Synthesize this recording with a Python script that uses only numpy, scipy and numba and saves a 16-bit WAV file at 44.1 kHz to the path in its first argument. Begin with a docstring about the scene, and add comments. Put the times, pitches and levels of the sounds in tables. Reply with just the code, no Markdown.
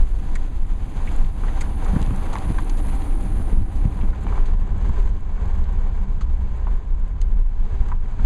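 """A car rolls slowly over a dirt road, window open, heard through a small microphone held inside.
From the start the cabin booms, tyres crunch grit, stones pop and dry stalks crack. From 1 s gusts
thump the microphone and cicadas swell in the trees. Near 4 s the microphone turns from the window to
the windscreen: the dashboard rings more, the cicadas are gone by 4.6 s, then hiss and roar fall.
The engine hums from 5.5 to 7 s; boom and crunch run on to the end."""
import sys
import numpy as np
from scipy import signal
from scipy.fft import rfft, irfft, next_fast_len
from scipy.io import wavfile
from scipy.ndimage import uniform_filter1d
from numba import njit

SR = 44100
rng = np.random.default_rng(int(sys.argv[2]) if len(sys.argv) > 2 else 0)


def generate_wav(signal):
    """Clip the signal to [-1, 1] and save it as 16-bit WAV at the path in sys.argv[1]."""
    frames = np.transpose(np.atleast_2d(signal))
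    scaled = np.clip(frames, -1, 1) * 32767
    pcm = np.round(scaled).astype(np.int16)
    wavfile.write(sys.argv[1], SR, pcm)


N = 364045

# cabin air: freq_hz, density_db
BOOM_SPECTRUM = [(4, -26), (8, -13), (15, -6), (23, 1.5), (31, -0.5), (47, -14), (60, -17), (85, -41.5)]
# boom, lurching with ruts and wind: time_s, level_db
BOOM_LEVEL = [(0, -4), (.08, -19), (.76, -17.5), (.87, -30), (1.03, -23), (1.26, -15.5), (1.35, -24.5),
              (1.6, -19), (2.4, -20.5), (2.55, -18), (3.5, -21), (3.61, -12), (3.7, -24), (3.81, -12),
              (3.98, -25.5), (4.08, -9.5), (4.16, -31), (4.41, -13.5), (4.78, -20), (5.12, -14.5),
              (5.4, -21), (5.56, -17.5), (5.86, -20), (6.6, -19.5), (6.76, -14.5), (6.88, -18.5),
              (7.02, -14), (7.09, -21.5), (7.4, -14.5), (7.61, -21), (7.91, -15), (8.12, -22.5),
              (8.25, -11)]
# car body: freq_hz, density_db
RUMBLE_SPECTRUM = [(30, -30), (45, -4.5), (60, -7.5), (70, -11.5), (85, -9), (105, -20.5), (130, -18.5),
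                   (150, -27), (195, -20), (230, -30.5), (330, -43.5)]
# rumble between gusts: time_s, level_db
RUMBLE_LEVEL = [(0, -33), (.35, -30.5), (.55, -34), (1.1, -27), (1.35, -28.5), (1.7, -28), (2.7, -29.5),
                (3.5, -28), (4.3, -26), (4.6, -27), (5.0, -27), (5.3, -31.5), (5.6, -27), (5.95, -29.5),
                (6.67, -29.5), (7.05, -33), (7.25, -31.5), (7.5, -33.5), (7.8, -28), (8.1, -33),
                (8.25, -22)]
# gusts on the microphone: start_s, level_db, pitch_hz, t60_s, rumble_swell_db
GUSTS = [(1.196, -26, 140, .031, 1.5), (1.852, -18, 140, 0.02, -0.5), (1.935, -16, 150, 0.1, 6.5),
         (1.965, -7, 125, 0.045, 0.5), (2.015, -11, 95, .06, 6.5), (2.082, -15, 100, 0.07, 3),
         (2.11, -11, 110, 0.06, 7.5), (2.505, -11.5, 150, 0.05, 12), (3.402, -17, 140, 0.032, 2.5),
         (3.53, -11, 140, 0.03, 1), (3.615, -10, 140, 0.03, 12), (3.855, -8, 115, 0.08, 5.5),
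         (4.035, -27, 190, 0.12, 0), (4.898, -24, 140, 0.041, 9), (5.45, -40, 140, .043, 9),
         (7.908, -38, 140, 0.027, 3.5)]
# tyre crunch: freq_hz, density_db
CRUNCH_SPECTRUM = [(200, -23.5), (330, -23.5), (430, -8.5), (550, -11.5), (1000, -18), (1300, -19),
                   (2000, -25.5), (3000, -27), (4200, -27.5), (5000, -24), (6100, -22.5), (7500, -35.5),
                   (9000, -47), (12000, -60.5), (15500, -66.5)]
# tyre crunch: time_s, level_db
CRUNCH_LEVEL = [(0, -45), (.1, -51), (.34, -48), (.51, -52), (.9, -47.5), (1.2, -42), (1.33, -49),
                (1.47, -42), (1.74, -44.5), (1.86, -39.5), (2.23, -41.5), (2.37, -40.5), (2.55, -44),
                (3.0, -44.5), (3.6, -45), (4.0, -45.5), (4.24, -46.5), (4.28, -44.5), (4.37, -40),
                (4.6, -46), (5.12, -45), (5.2, -51.5), (5.45, -44.5), (5.88, -47.5), (6.08, -52.5),
                (6.7, -49.5), (6.88, -52.5), (7.0, -52), (7.45, -52.5), (7.7, -51.5), (7.9, -47.5),
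                (8.0, -53), (8.26, -46)]
# tyre hiss and roar, louder facing the window: time_s, hiss_db, roar_db
HISS_ROAR_LEVELS = [(0, -49, -47.5), (.6, -52, -46), (1.15, -47.5, -45), (2.2, -46.5, -41),
                    (3.0, -48.5, -39), (3.7, -50.5, -40.5), (4.2, -51.5, -44.5), (5.1, -50.5, -46),
                    (5.4, -53, -53), (6.4, -56, -52.5), (7.2, -58.5, -54.5), (8.26, -53, -57.5)]
# body panels: freq_hz, width_hz, gain_db
PANEL_MODES = [(830, 380, -6), (980, 300, 1.5), (1560, 720, -12.5), (1930, 500, -4.5), (2310, 160, -14)]
# dashboard: freq_hz, width_hz, gain_db
DASH_MODES = [(378, 35, 5), (1000, 96, -7.5), (1564, 140, -8.5), (2246, 18, -3)]
# dashboard ring as the microphone turns to it: time_s, gain_db
DASH_FACING = [(0, 2), (3.8, -3), (4.3, 5.5), (8.2, 6.5)]
# stones under the tyres: start_s, peak_db, pitch_hz, knock_over_rattle_db
STONES = [(0.355, -31.5, 1980, 6), (.357, -34, 1340, 12), (1.003, -34, 900, 15), (1.077, -30.5, 2200, 22),
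          (1.086, -35, 2310, 23), (1.437, -28, 1000, 13), (1.484, -40, 800, 14), (1.574, -35, 985, 6),
          (1.612, -27.5, 2130, 14), (1.614, -30, 1400, 6), (1.86, -28, 1000, -5), (1.958, -27, 1210, 3),
          (2.106, -32, 1005, 9), (2.268, -35, 1130, 19), (2.333, -25, 876, -2), (2.356, -19, 860, 21),
          (2.369, -28, 835, 1), (2.482, -33, 910, 20), (2.584, -28.5, 1640, 11), (2.586, -25, 1000, 1),
          (3.991, -31, 695, 18), (4.13, -34.5, 1250, 4), (4.268, -24, 835, 22), (4.284, -34, 2300, 16),
          (4.326, -29, 900, 14), (4.379, -25, 900, 24), (4.895, -32, 880, 18), (6.21, -33, 1250, 10),
          (6.669, -26, 890, 3), (7.887, -38, 1200, 14), (7.917, -23.5, 970, 0), (8.058, -39, 1500, 22),
          (8.192, -35, 940, -13)]
# dry stalks and grit cracking: start_s, peak_db, tilt_db, decay_ms
CRACKS = [(0.353, -22.5, 5.5, 11), (1.072, -36, -12, 10), (1.0894, -33, -10, 6.5), (1.245, -32, -9, 8),
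          (1.481, -32, -20, 12), (1.6076, -19.5, 6, 15), (1.845, -29, 1, 5.5), (2.016, -24, 1, 5.8),
          (2.027, -23, 0, 3), (2.063, -29, -3, 3), (2.1615, -28, 11, 2.7), (2.33, -24.5, 1, 13),
          (2.3552, -20, -8, 2.3), (2.364, -25, -14, 2.2), (2.385, -26, -2, 3.2), (2.519, -33, -5, 6),
          (2.563, -36, -1, 3), (2.585, -28, -6, 13), (2.696, -19, 0.5, 7.4), (2.77, -28.5, 1, 15),
          (3.02, -32, -7, 5.8), (3.753, -34, 3, 39), (4.012, -33, -12, 10), (4.104, -35, -5, 3),
          (4.269, -32.5, -10, 2.5), (4.456, -28, -1, 22), (4.8894, -44, 2, 7), (5.091, -33, 5, 8),
          (5.641, -34.5, -2, 6.7), (6.209, -30, -2, 22), (7.215, -22, 1, 6.5), (7.885, -36.5, 4, 7.4)]
# coarse grit, crushed in patches: time_s, level_db
GRIT_LEVEL = [(0, -60), (.5, -62), (.95, -60), (1.08, -53), (1.25, -50.5), (1.35, -57), (1.5, -67),
              (1.72, -65), (1.86, -64), (2.1, -52), (2.4, -59), (2.65, -48.5), (3.4, -58.5), (3.68, -58),
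              (3.95, -57.5), (4.3, -62), (4.7, -62), (5.9, -63), (7.5, -69.5), (8.26, -64)]
# engine hum: pitch_hz, width_hz, level_db, start_s, end_s
ENGINE_LINES = [(61.2, 4.8, -32, 5.5, 7.0)]
# cicadas, loudest passing their tree: time_s, level_db
CICADA_LEVEL = [(0, -65.5), (.6, -70), (1.14, -64), (1.5, -62.5), (2.0, -57), (2.3, -60), (2.62, -58.5),
                (3.05, -57.5), (3.4, -59), (3.72, -62.5), (4.03, -67), (4.2, -76), (4.4, -70), (4.55, -66)]
# cicada tymbals: freq_hz, density_db
TYMBAL_SPECTRUM = [(4880, -58), (8300, -12), (9190, -4.5), (9730, -4.5), (10300, -7), (12200, -18),
                   (13300, -18), (14400, -20.5), (15000, -31)]
# slower of the two cicadas: time_s, power_share
SLOWER_CICADA = [(0.6, 0.54), (3.1, 0.4), (3.6, 0.5)]
# ridges where door and mirror echoes add up: start_s, end_s, from_hz, to_hz, level_db
ECHO_RIDGES = [(.8, 1.35, 9550, 9300, -6), (1.402, 2.303, 9460, 9770, -14),
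               (1.802, 2.654, 10900, 10860, -19), (1.9, 2.545, 11400, 11400, -15),
               (2.194, 2.633, 9670, 10270, -4), (2.247, 2.655, 9540, 9500, -5), (2.6, 3.2, 9050, 8900, -9),
               (2.552, 3.093, 9830, 10400, -5.5), (2.6, 3.0, 10900, 11000, -12),
               (2.9, 4.098, 9430, 9500, -4.5), (2.7, 3.2, 11750, 11900, -15), (3.1, 3.85, 10050, 10100, -8),
               (3.2, 3.746, 10620, 10400, -13), (3.65, 4.1, 10800, 10600, -11), (4.05, 4.5, 9400, 9500, -6)]


def cabin():
    """Ruts and wind shake the cabin air (boom near 23 Hz) and the body; gusts swell the rumble."""
    t, (boom_db,), (rumble_db,) = np.arange(N) / SR, curves(BOOM_LEVEL), curves(RUMBLE_LEVEL)
    rise_s, fall_s = 0.057, 0.049
    for start_s, *_, swell_db in GUSTS:
        rumble_db += np.interp(t, [start_s - rise_s, start_s, start_s + fall_s], [0, swell_db, 0])
    boom = evened(colour(rng.standard_normal(N), BOOM_SPECTRUM), window_s=.12, depth=.5)
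    shake = rng.standard_normal(N) * from_db(1.7 * drift(21) + 1.5 * drift(4))
    rumble = evened(colour(shake, RUMBLE_SPECTRUM), window_s=0.038, depth=0.25)
    upper = signal.sosfiltfilt(butter(110, "high"), rumble)
    _, roar_db = curves(HISS_ROAR_LEVELS)
    rumble += (from_db(0.16 * (roar_db - roar_db.mean())) - 1) * upper  # upper band follows the roar
    return from_db(boom_db + 1.9 * drift(5.5)) * boom + from_db(rumble_db) * rumble


def gusts():
    """An eddy pushes the microphone membrane: a few low, uneven swings."""
    out, t = np.zeros(N), np.arange(6000) / SR
    attack = np.sin(np.pi / 2 * np.minimum(t / 0.004, 1)) ** 2
    for start_s, level_db, pitch_hz, t60_s, _ in GUSTS:
        swing = np.sin(2 * np.pi * pitch_hz * (t + 0.0036 * (1 - np.exp(-t / 0.0025))))  # starts sharp
        rough = resonate(rng.standard_normal(len(t)), 1.42 * pitch_hz, 146)
        rough = unit_rms(resonate(rough, 1.42 * pitch_hz, 146))
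        decay = from_db(level_db - 60 * t / t60_s)
        add(out, decay * (swing + 0.26 * rough) * attack, start_s - .003)
    return out


def tyres():
    """Clumped grains over a smooth roll ring panels, dashboard and door; hiss and roar follow."""
    grit = grains(per_s=1500, clump_db=6, clump_hz=14, spread_db=3.35, max_spreads=4)
    roll = rng.standard_normal(N) * from_db(1.38 * drift(25))
    crunch = unit_rms(panels(colour(roll + 0.68 * unit_rms(grit), CRUNCH_SPECTRUM)))
    facing_db, = curves(DASH_FACING)
    dash = from_db(facing_db) * ring(crunch, DASH_MODES)
    door = from_db(facing_db[0] - facing_db) * resonate(crunch, freq_hz=781, width_hz=36)
    crunch = crunch + dash + door
    hiss = signal.sosfiltfilt(butter(2900, "high"), crunch)
    roar = signal.sosfilt(butter([220, 335], "band"), rng.standard_normal(N))
    (crunch_db,), (hiss_db, roar_db) = curves(CRUNCH_LEVEL), curves(HISS_ROAR_LEVELS)
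    swing_db = crunch_db - uniform_filter1d(crunch_db, int(0.83 * SR))
    return (from_db(crunch_db) * (crunch - hiss)
            + from_db(hiss_db + 0.95 * swing_db) * unit_rms(hiss)
            + from_db(roar_db + 0.82 * swing_db) * unit_rms(roar))


def stones():
    """Each stone knocks the wheel arch once, then rattles: a dull ring through the panels."""
    out = np.zeros(N)
    for start_s, peak_db, pitch_hz, knock_db in STONES:
        blow = fractures(decay_s=0.011, density=0.06, squareness=1.6)
        blow[20] += from_db(knock_db)
        pop = panels(resonate(resonate(blow, pitch_hz, 420), pitch_hz, 1000))
        add(out, from_db(peak_db) * pop / np.abs(pop).max(), start_s - .001)
    return out


def cracks():
    """Dry stalks and grit snap: wide-band bursts, each with its own tilt, through the panels."""
    out = np.zeros(N)
    for start_s, peak_db, tilt_db, decay_ms in CRACKS:
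        spectrum = [(700, -43), (1800, -2 * tilt_db), (6000, 21),
                    (9000, tilt_db - 4.5), (11000, tilt_db - 19), (15000, tilt_db - 30)]
        crack = panels(colour(fractures(decay_ms / 1000, density=0.36, squareness=2.2), spectrum))
        add(out, from_db(peak_db) * crack / np.abs(crack).max(), start_s - .001)
    return out


def coarse_grit():
    """Sparse crushed grains, each ringing briefly at one of eight pitches."""
    grit = grains(per_s=700, clump_db=7, clump_hz=18, spread_db=3.2, max_spreads=5)
    pitches_hz, choice = np.geomspace(1200, 7000, 8), rng.integers(0, 8, N)
    rings = sum(resonate(grit * (choice == k), hz, hz / 8.7) for k, hz in enumerate(pitches_hz))
    return from_db(curves(GRIT_LEVEL)[0]) * unit_rms(rings)


def engine():
    """A low, wavering hum of narrow-band noise, faded in and out."""
    t, out, fade_s = np.arange(N) / SR, np.zeros(N), 0.032
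    for pitch_hz, width_hz, level_db, start_s, end_s in ENGINE_LINES:
        hum = resonate(resonate(rng.standard_normal(N), pitch_hz, width_hz), pitch_hz, width_hz)
        fade = np.clip(np.minimum(t - start_s, end_s - t) / fade_s, 0, 1)
        out += from_db(level_db) * unit_rms(hum) * fade
    return out


def cicadas():
    """Two cicadas click their tymbals into a broad buzz; narrow ridges in it slide as the car moves."""
    clicks_per_s, ridge_width_hz, fade_s = (164.4, 152.6), 210, 0.084
    t, (level_db,), (share,) = np.arange(N) / SR, curves(CICADA_LEVEL), curves(SLOWER_CICADA)
    faster, slower = [np.exp(-(rate * t + .03 * drift(20)) % 1 / .75) for rate in clicks_per_s]
    throb = np.sqrt(1 - share) * faster + np.sqrt(share) * slower
    buzz = unit_rms(colour(rng.standard_normal(N) * throb, TYMBAL_SPECTRUM))
    swell, waver_hz = from_db(1.8 * drift(2.8)), 40 * drift(3.6)
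    lowpass = butter(ridge_width_hz / 2, "low", order=4)
    for start_s, end_s, from_hz, to_hz, ridge_db in ECHO_RIDGES:
        span = slice(int(start_s * SR), int(end_s * SR))
        progress = (t[span] - start_s) / (end_s - start_s)
        noise_iq = signal.sosfilt(lowpass, rng.standard_normal((2, 2 * SR)))[:, :len(progress)]
        phase = 2 * np.pi * np.cumsum(from_hz + (to_hz - from_hz) * progress + waver_hz[span]) / SR
        ridge = unit_rms(throb[span] * (noise_iq[0] * np.cos(phase) + noise_iq[1] * np.sin(phase)))
        arch = np.sqrt(np.abs(np.sin(np.pi * progress)))
        buzz[span] += from_db(ridge_db) * swell[span] * arch * ridge
    fade_out = np.clip((CICADA_LEVEL[-1][0] - t) / fade_s, 0, 1)
    return from_db(level_db) * fade_out * buzz


def grains(per_s, clump_db, clump_hz, spread_db, max_spreads):
    """Impulses of random size and sign; a drifting rate clumps them."""
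    sizes = from_db(spread_db * np.minimum(rng.exponential(1, N), max_spreads)) * rng.choice([-1, 1], N)
    return sizes * (rng.random(N) < per_s * from_db(clump_db * drift(clump_hz)) / SR)


def fractures(decay_s, density, squareness):
    """A burst of tiny fractures; the squarer, the more abrupt its end."""
    t = np.arange(3000) / SR
    spikes = rng.random(len(t)) < density
    envelope = np.exp(-(t / decay_s) ** squareness) * np.minimum(t / 0.0018, 1)
    return rng.standard_normal(len(t)) * (spikes + 0.22) * envelope


def panels(x):
    """Input plus the ring of the body panels."""
    return x + ring(x, PANEL_MODES)


def ring(x, modes):
    """Parallel resonances."""
    return sum(from_db(gain_db) * resonate(x, freq_hz, width_hz) for freq_hz, width_hz, gain_db in modes)


def resonate(x, freq_hz, width_hz):
    """Two-pole resonance, unity peak gain."""
    r = np.exp(-np.pi * width_hz / SR)
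    poles = [1, -2 * r * np.cos(2 * np.pi * freq_hz / SR), r * r]
    return signal.lfilter([(1 - r * r) / 2, 0, (r * r - 1) / 2], poles, x + 1e-18)


def butter(edge_hz, kind, order=2):
    """Maximally flat filter sections."""
    return signal.butter(order, edge_hz, kind, fs=SR, output="sos")


def colour(x, spectrum):
    """Shapes a white signal to a spectrum, interpolated in log frequency."""
    freq_hz, density_db = np.transpose(spectrum)
    size = next_fast_len(len(x))
    bins_hz = np.maximum(np.arange(size // 2 + 1) * SR / size, 1)
    gain_db = np.interp(np.log(bins_hz), np.log(freq_hz), density_db, left=-90, right=-120)
    return irfft(rfft(x, size) * from_db(gain_db), size)[:len(x)]


def drift(rate_hz):
    """Slow random wander, rms 1: twice low-passed noise."""
    hop = 40
    r = np.exp(-2 * np.pi * rate_hz * hop / SR)
    slow = signal.lfilter([1], [1, -2 * r, r * r], rng.standard_normal(N // hop + 2002))[2000:]
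    return np.interp(np.arange(N) / hop, np.arange(len(slow)), unit_rms(slow))


def evened(x, window_s, depth):
    """Divides out part of a noise's random swell; rms 1."""
    x, size = unit_rms(x), int(window_s * SR)
    power = uniform_filter1d(uniform_filter1d(x * x, size), size)
    return unit_rms(x / (power + 0.028) ** (depth / 2))


def curves(rows):
    """Table columns after time_s, one value per sample."""
    time_s, *columns = np.transpose(rows)
    return [np.interp(np.arange(N) / SR, time_s, column) for column in columns]


def from_db(db):
    return 10 ** (np.asarray(db) / 20)


def unit_rms(x):
    return x / np.sqrt(np.mean(x ** 2) + 1e-20)


def add(out, sound, start_s):
    at = int(start_s * SR)
    out[at:at + len(sound)] += sound[:N - at]


@njit
def stepped_gain(level, ceiling, step, attack_s, release_s, hold_s):
    """Steps down while the held peak exceeds the ceiling, otherwise back up to 1."""
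    fall = np.exp(-1 / (hold_s * SR))
    gain, held, waited, out = 1.0, 0.0, 0, np.empty(len(level))
    for i in range(len(level)):
        held = max(level[i] * gain, held * fall)
        waited += 1
        if held > ceiling and waited >= attack_s * SR:
            gain, waited = gain / step, 0
        elif held <= ceiling and waited >= release_s * SR:
            gain, waited = min(gain * step, 1.0), 0
        out[i] = gain
    return out


def scene():
    """Near-mono mix; the two channels differ only faintly, mostly in the treble."""
    mid = cabin() + engine() + gusts() + tyres() + coarse_grit() + stones() + cracks() + cicadas()
    late_treble = signal.sosfilt(butter(3500, "high"), np.roll(mid, 331))
    side = from_db(-39.5) * late_treble + from_db(-46.5) * np.roll(mid, 90)
    return np.array([mid + side, mid - side])


def record(dry):
    """Stepped gain control, comb with its first dip at 5.5 kHz, DC offset, steep top cut."""
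    input_db, dc_offset, stopband_hz = 1.3, .0127, 15800
    loud = from_db(input_db) * dry
    gain = stepped_gain(np.abs(loud).max(axis=0), ceiling=.27, step=from_db(0.65),
                        attack_s=0.008, release_s=0.022, hold_s=0.013)
    comb = np.array([1, 0, 0, 0, .96])
    combed = signal.lfilter(comb / comb.sum(), 1, uniform_filter1d(gain, size=2) * loud)
    return signal.sosfilt(signal.cheby2(18, 60, stopband_hz, fs=SR, output="sos"), combed + dc_offset)


dry = scene()
out = record(dry)
generate_wav(out)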